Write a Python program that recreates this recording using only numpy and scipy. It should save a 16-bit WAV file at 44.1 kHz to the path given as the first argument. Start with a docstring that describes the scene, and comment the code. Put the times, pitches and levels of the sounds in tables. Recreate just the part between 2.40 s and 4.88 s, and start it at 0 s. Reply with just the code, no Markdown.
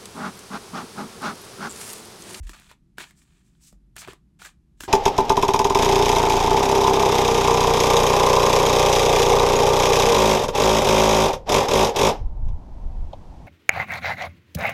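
"""Snaps and short hissing slides of an overhand card shuffle, close up in a small, quiet, soft room.
Packets slap into the deck, then slide home: faces hiss, edges chatter in the deck's short resonances,
and now and then a packet flutters on one woody note.
A low room rumble lies below, and bumps reach the microphone through the desk."""
import sys
import numpy as np
from scipy import signal
from scipy.fft import rfft, irfft
from scipy.io import wavfile

SR = 44100
rng = np.random.default_rng(int(sys.argv[2]) if len(sys.argv) > 2 else 0)


def to_wav(s):
    """Save 16-bit WAV."""
    ch = np.atleast_2d(s).T  # columns
    pcm = np.round(np.clip(ch, -1, 1) * 32767)  # PCM
    wavfile.write(sys.argv[1], SR, pcm.astype(np.int16))


N = 109323


def from_db(db):
    """Decibels to gain."""
    return 10 ** (np.asarray(db) / 20)


def unit_rms(x):
    """Scale to rms 1."""
    return x / np.sqrt(np.mean(x ** 2) + 1e-20)


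def drift(rate_hz):
    """Random wander below about rate_hz; rms 1."""
    r = np.exp(-2 * np.pi * rate_hz / SR)
    return unit_rms(signal.lfilter([1], [1, -2 * r, r * r], rng.standard_normal(N + 20000))[20000:])


def ring(clicks, hz, t60_s):
    """Resonator: a unit click starts a decaying sine of height 1."""
    r, w = from_db(-60 / (t60_s * SR)), 2 * np.pi * hz / SR
    return signal.lfilter([0, np.sin(w)], [1, -2 * r * np.cos(w), r * r], clicks + 1e-18)


def coloured_noise(spectrum):
    """Noise shaped by (f/Hz, level/dB) points; rms 1."""
    hz, db = np.transpose(spectrum)
    grid_hz = np.maximum(np.fft.rfftfreq(N, 1 / SR), 1)
    shape = from_db(np.interp(np.log(grid_hz), np.log(hz), db, right=-120))
    return unit_rms(irfft(rfft(rng.standard_normal(N)) * shape, N))


def room_tone(level_db=-59, waver_db=1):
    """Quiet room noise whose low rumble wavers."""
    # noise spectrum: f/Hz, relative density/dB
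    spectrum = [(15, -39), (25, -5.5), (65, 1), (97, -18.5), (119, -5), (190, -5), (253, -15.5),
                (346, -17.5), (472, -36), (12500, -51.5), (16200, -103)]
    tone = from_db(level_db) * coloured_noise(spectrum)
    rumble = signal.sosfilt(signal.butter(2, 400, fs=SR, output="sos"), tone)
    return tone + rumble * (from_db(waver_db * drift(7.2)) - 1)


def desk_bumps(attack_cycles=0.45):
    """Soft low bumps swell and ring in the desk."""
    # bumps: t/s, level/dB, f/Hz, t60/s
    bumps = [(.003, -22.5, 65.5, 0.16), (.037, -21.5, 41, 0.21), (1.33, -48.5, 47.3, 0.99),
             (1.6849, -32.5, 142, 0.035), (2.344, -50, 40, 0.62), (2.399, -45.5, 48.3, 0.47)]
    t, out = np.arange(N) / SR, 0
    for start_s, db, hz, t60_s in bumps:
        age_s = np.maximum(t - start_s, 0)
        attack = 1 - np.exp(-age_s * hz / attack_cycles)
        out += from_db(db - 60 * age_s / t60_s) * attack * np.sin(2 * np.pi * hz * age_s)
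    return out


def slide_gains(fall_db_per_s=495):
    """Edge and face gains as cards slide on cards: rise, hold, decay; powers add."""
    # slides: t/s, rise/s, hold/s, relative edge level/dB, relative face level/dB
    slides = [(0.029, 0.0016, 0.018, -60, -61.5), (0.066, 0.0035, 0.0079, -49.5, -52),
              (0.091, 0.0017, 0.019, -52.5, -49.5), (0.131, 0.0021, 0.0064, -42.5, -50.5),
              (0.151, 0.011, 0.055, -55.5, -58), (0.224, 0.0068, 0.051, -57.5, -62),
              (0.285, 0.011, 0.018, -54, -57.5), (0.57, 0.0064, 0.0077, -51.5, -61),
              (0.579, 0.013, 0.011, -44, -46), (0.595, 0.0067, 0.026, -40.5, -44.5),
              (0.647, .005, 0.052, -61.5, -60.5), (0.697, 0.00098, 0.0039, -58.5, -68),
              (0.73, 0.013, 0.48, -76, -77.5), (0.752, 0.031, 0.0092, -68.5, -60.5),
              (0.808, 0.011, 0.007, -69, -62), (0.841, 0.025, 0.14, -71, -74.5),
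              (1.032, 0.03, 0.021, -79, -71), (1.198, 0.042, 0.05, -98, -55),
              (1.264, 0.0067, 0.011, -80, -53), (1.316, 0.009, 0.0086, -74, -70.5),
              (1.5566, 0.0012, 0.003, -56.5, -59), (1.568, 0.0028, 0.0088, -43.5, -53.5),
              (1.572, 0.016, 0.024, -57.5, -41), (1.605, 0.0075, 0.039, -45.5, -56.5),
              (1.67, 0.01, 0.028, -45.5, -52.5), (1.706, 0.012, 0.0041, -51.5, -59),
              (1.988, 0.0088, 0.026, -48.5, -55.5), (2.015, 0.0021, 0.022, -52.5, -48),
              (2.042, 0.0036, 0.021, -43.5, -45), (2.363, 0.037, 0.013, -72.5, -67.5),
              (2.402, 0.002, 0.0035, -43, -44.5), (2.411, 0.0059, 0.013, -50, -43),
              (2.434, 0.0075, 0.0065, -48, -43)]
    t, power = np.arange(N) / SR, np.zeros((2, N))
    for start_s, rise_s, hold_s, edge_db, face_db in slides:
        rise = np.clip((t - start_s) / rise_s, 0, 1)
        fall = from_db(-fall_db_per_s * np.maximum(t - start_s - rise_s - hold_s, 0))
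        power += (from_db([[edge_db], [face_db]]) * rise * fall) ** 2
    return np.sqrt(power)


def deck_body(clicks):
    """Short resonances of the loose deck, alternating in sign."""
    # modes: f/Hz, level/dB, t60/s
    modes = [(750, -4, 0.0058), (1050, -2, 0.008), (1380, -1.5, 0.0071), (1752, -3.5, 0.014),
             (2354, 1.5, 0.0059), (3130, -1, 0.007), (3414, -0.5, 0.0072), (4320, 2.5, 0.0022)]
    return sum((-1) ** k * from_db(db) * ring(clicks, hz, t60_s)
               for k, (hz, db, t60_s) in enumerate(modes))


def edge_chatter(gain, clicks_per_s=7400, spread_db=4.5, clump_db=3, trim_db=-2.5):
    """Card edges catch and slip in dense uneven clicks that ring the deck."""
    sizes = from_db(spread_db * np.minimum(rng.exponential(1, N), 4))
    signs = rng.choice([-1, 1], N)
    clicks = sizes * signs * (rng.random(N) < clicks_per_s / SR)
    clicks *= from_db(clump_db * drift(120))
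    return from_db(trim_db) * deck_body(clicks * gain) / np.std(deck_body(clicks))


def face_hiss(gain, swish_hz=7940, swish_t60_s=0.0011, grain_db=1.1):
    """Card faces rub: bright grainy noise, and a narrow swish that stands out under a light touch."""
    swish = ring(rng.standard_normal(N), swish_hz, swish_t60_s)
    swish = unit_rms(ring(swish, swish_hz, swish_t60_s))
    swish *= from_db(-6.5) * np.minimum(gain, from_db(-62))   # capped in louder slides
    # rubbing spectrum: f/Hz, relative density/dB
    spectrum = [(410, -38), (700, -19.5), (1280, -16.5), (7490, 0), (11700, -10.5), (16000, -15.5)]
    broad = from_db(-3) * gain * coloured_noise(spectrum)
    return from_db(grain_db * drift(300)) * (broad + swish)


def packet_slaps(ring_t60_s=0.006, crack_t60_s=0.015, thud_t60_s=0.044, after_db=-7):
    """A packet hits the deck: damped ring, bright crack, thud of the hollow between the hands."""
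    # slaps: t/s, level/dB, ring f/Hz, hollow f/Hz, thud/dB re level, crack/dB re level
    slaps = [(0.094, -32.5, 1590, 304, -8, -3.5), (0.198, -46, 1830, 287, -12, 2),
             (0.2206, -43.5, 1940, 293, -22, -22), (0.314, -36, 1110, 300, -33, -10.5),
             (0.5832, -22, 1610, 281, -16.5, -10.5), (.5975, -34, 2020, 343, -8.5, -15),
             (0.611, -34.5, 1860, 280, -9.5, -16), (.709, -43.5, 2200, 297, -18, -7.5),
             (1.327, -47, 600, 205, 2.5, -6.5), (1.5648, -30.5, 1800, 388, -14, -2.5),
             (1.5663, -36, 1700, 414, -11, 1), (1.676, -30.5, 880, 417, -18.5, -13),
             (1.684, -27.5, 1510, 389, -4, -24), (1.733, -38.5, 1050, 337, -9, -5),
             (2.049, -41.5, 1620, 274, -8, 0), (2.4066, -25, 1530, 305, -17.5, -1.5),
             (2.436, -26, 1670, 276, -6.5, -7)]
    size = 4000
    out, t = np.zeros(N + size), np.arange(size) / SR
    lags_s = rng.uniform(0.00065, 0.003, (len(slaps), 3))
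    noises = rng.standard_normal((len(slaps), size))
    crack_band = signal.butter(2, [2500, 13500], "band", fs=SR, output="sos")
    click = 1. * (t == 0)
    for (start_s, db, hz, thud_hz, thud_db, crack_db), lag_s, noise in zip(slaps, lags_s, noises):
        touches = click.copy()
        touches[(lag_s * SR).astype(int)] = from_db(after_db) * noise[:3]   # three after-touches
        snap = ring(touches, hz, ring_t60_s) + 0.59 * ring(touches, 1.78 * hz, ring_t60_s / 2)
        crack = signal.sosfilt(crack_band, noise) * from_db(crack_db - 60 * t / crack_t60_s)
        thud = ring(click, thud_hz, thud_t60_s) - ring(click, 1.266 * thud_hz, thud_t60_s) / 2
        i = int(start_s * SR)
        out[i:i + size] += from_db(db) * (snap + crack + from_db(thud_db) * thud)
    return out[:N]


def packet_flutters(touches_per_s=2700, t60_s=0.02):
    """A packet flutters over the deck's hollow: quick edge touches ring one woody note."""
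    # flutters: t/s, length/s, f/Hz, level/dB
    flutters = [(0.131, 0.02, 1410, -43), (.625, 0.0036, 2270, -35.5), (2.017, 0.0048, 1410, -39),
                (2.05, 0.0235, 1660, -43), (2.438, 0.023, 1630, -44.5)]
    t, out = np.arange(N) / SR, 0
    touches = rng.standard_normal(N) * (rng.random(N) < touches_per_s / SR)
    for start_s, length_s, hz, db in flutters:
        swell = np.sin(np.pi * np.clip((t - start_s) / length_s, 0, 1)) ** .5
        out += from_db(db) * ring(touches * swell, hz, t60_s) / np.std(ring(touches, hz, t60_s))
    return out


def room_reverb(x, t60_s=0.17, level_db=-15):
    """Short dull tail of a soft-furnished room."""
    t = np.arange(SR // 2) / SR
    dull_noise = signal.lfilter([.5], [1, -.5], rng.standard_normal(len(t)))
    tail = dull_noise * from_db(-60 * t / t60_s) * (t > .003)
    return from_db(level_db) * signal.fftconvolve(x, tail / np.sqrt(np.sum(tail ** 2)))[:N]


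def scene():
    """Cards, their reverb, desk bumps and room tone; mono."""
    edge_gain, face_gain = slide_gains()
    cards = edge_chatter(edge_gain) + face_hiss(face_gain) + packet_slaps() + packet_flutters()
    return (room_tone() + desk_bumps() + cards + room_reverb(cards))[None]


def record(dry, stop_hz=16800):
    """Steep low-pass."""
    return signal.sosfilt(signal.cheby2(12, 60, stop_hz, fs=SR, output="sos"), dry)


dry = scene()
out = record(dry)
to_wav(out)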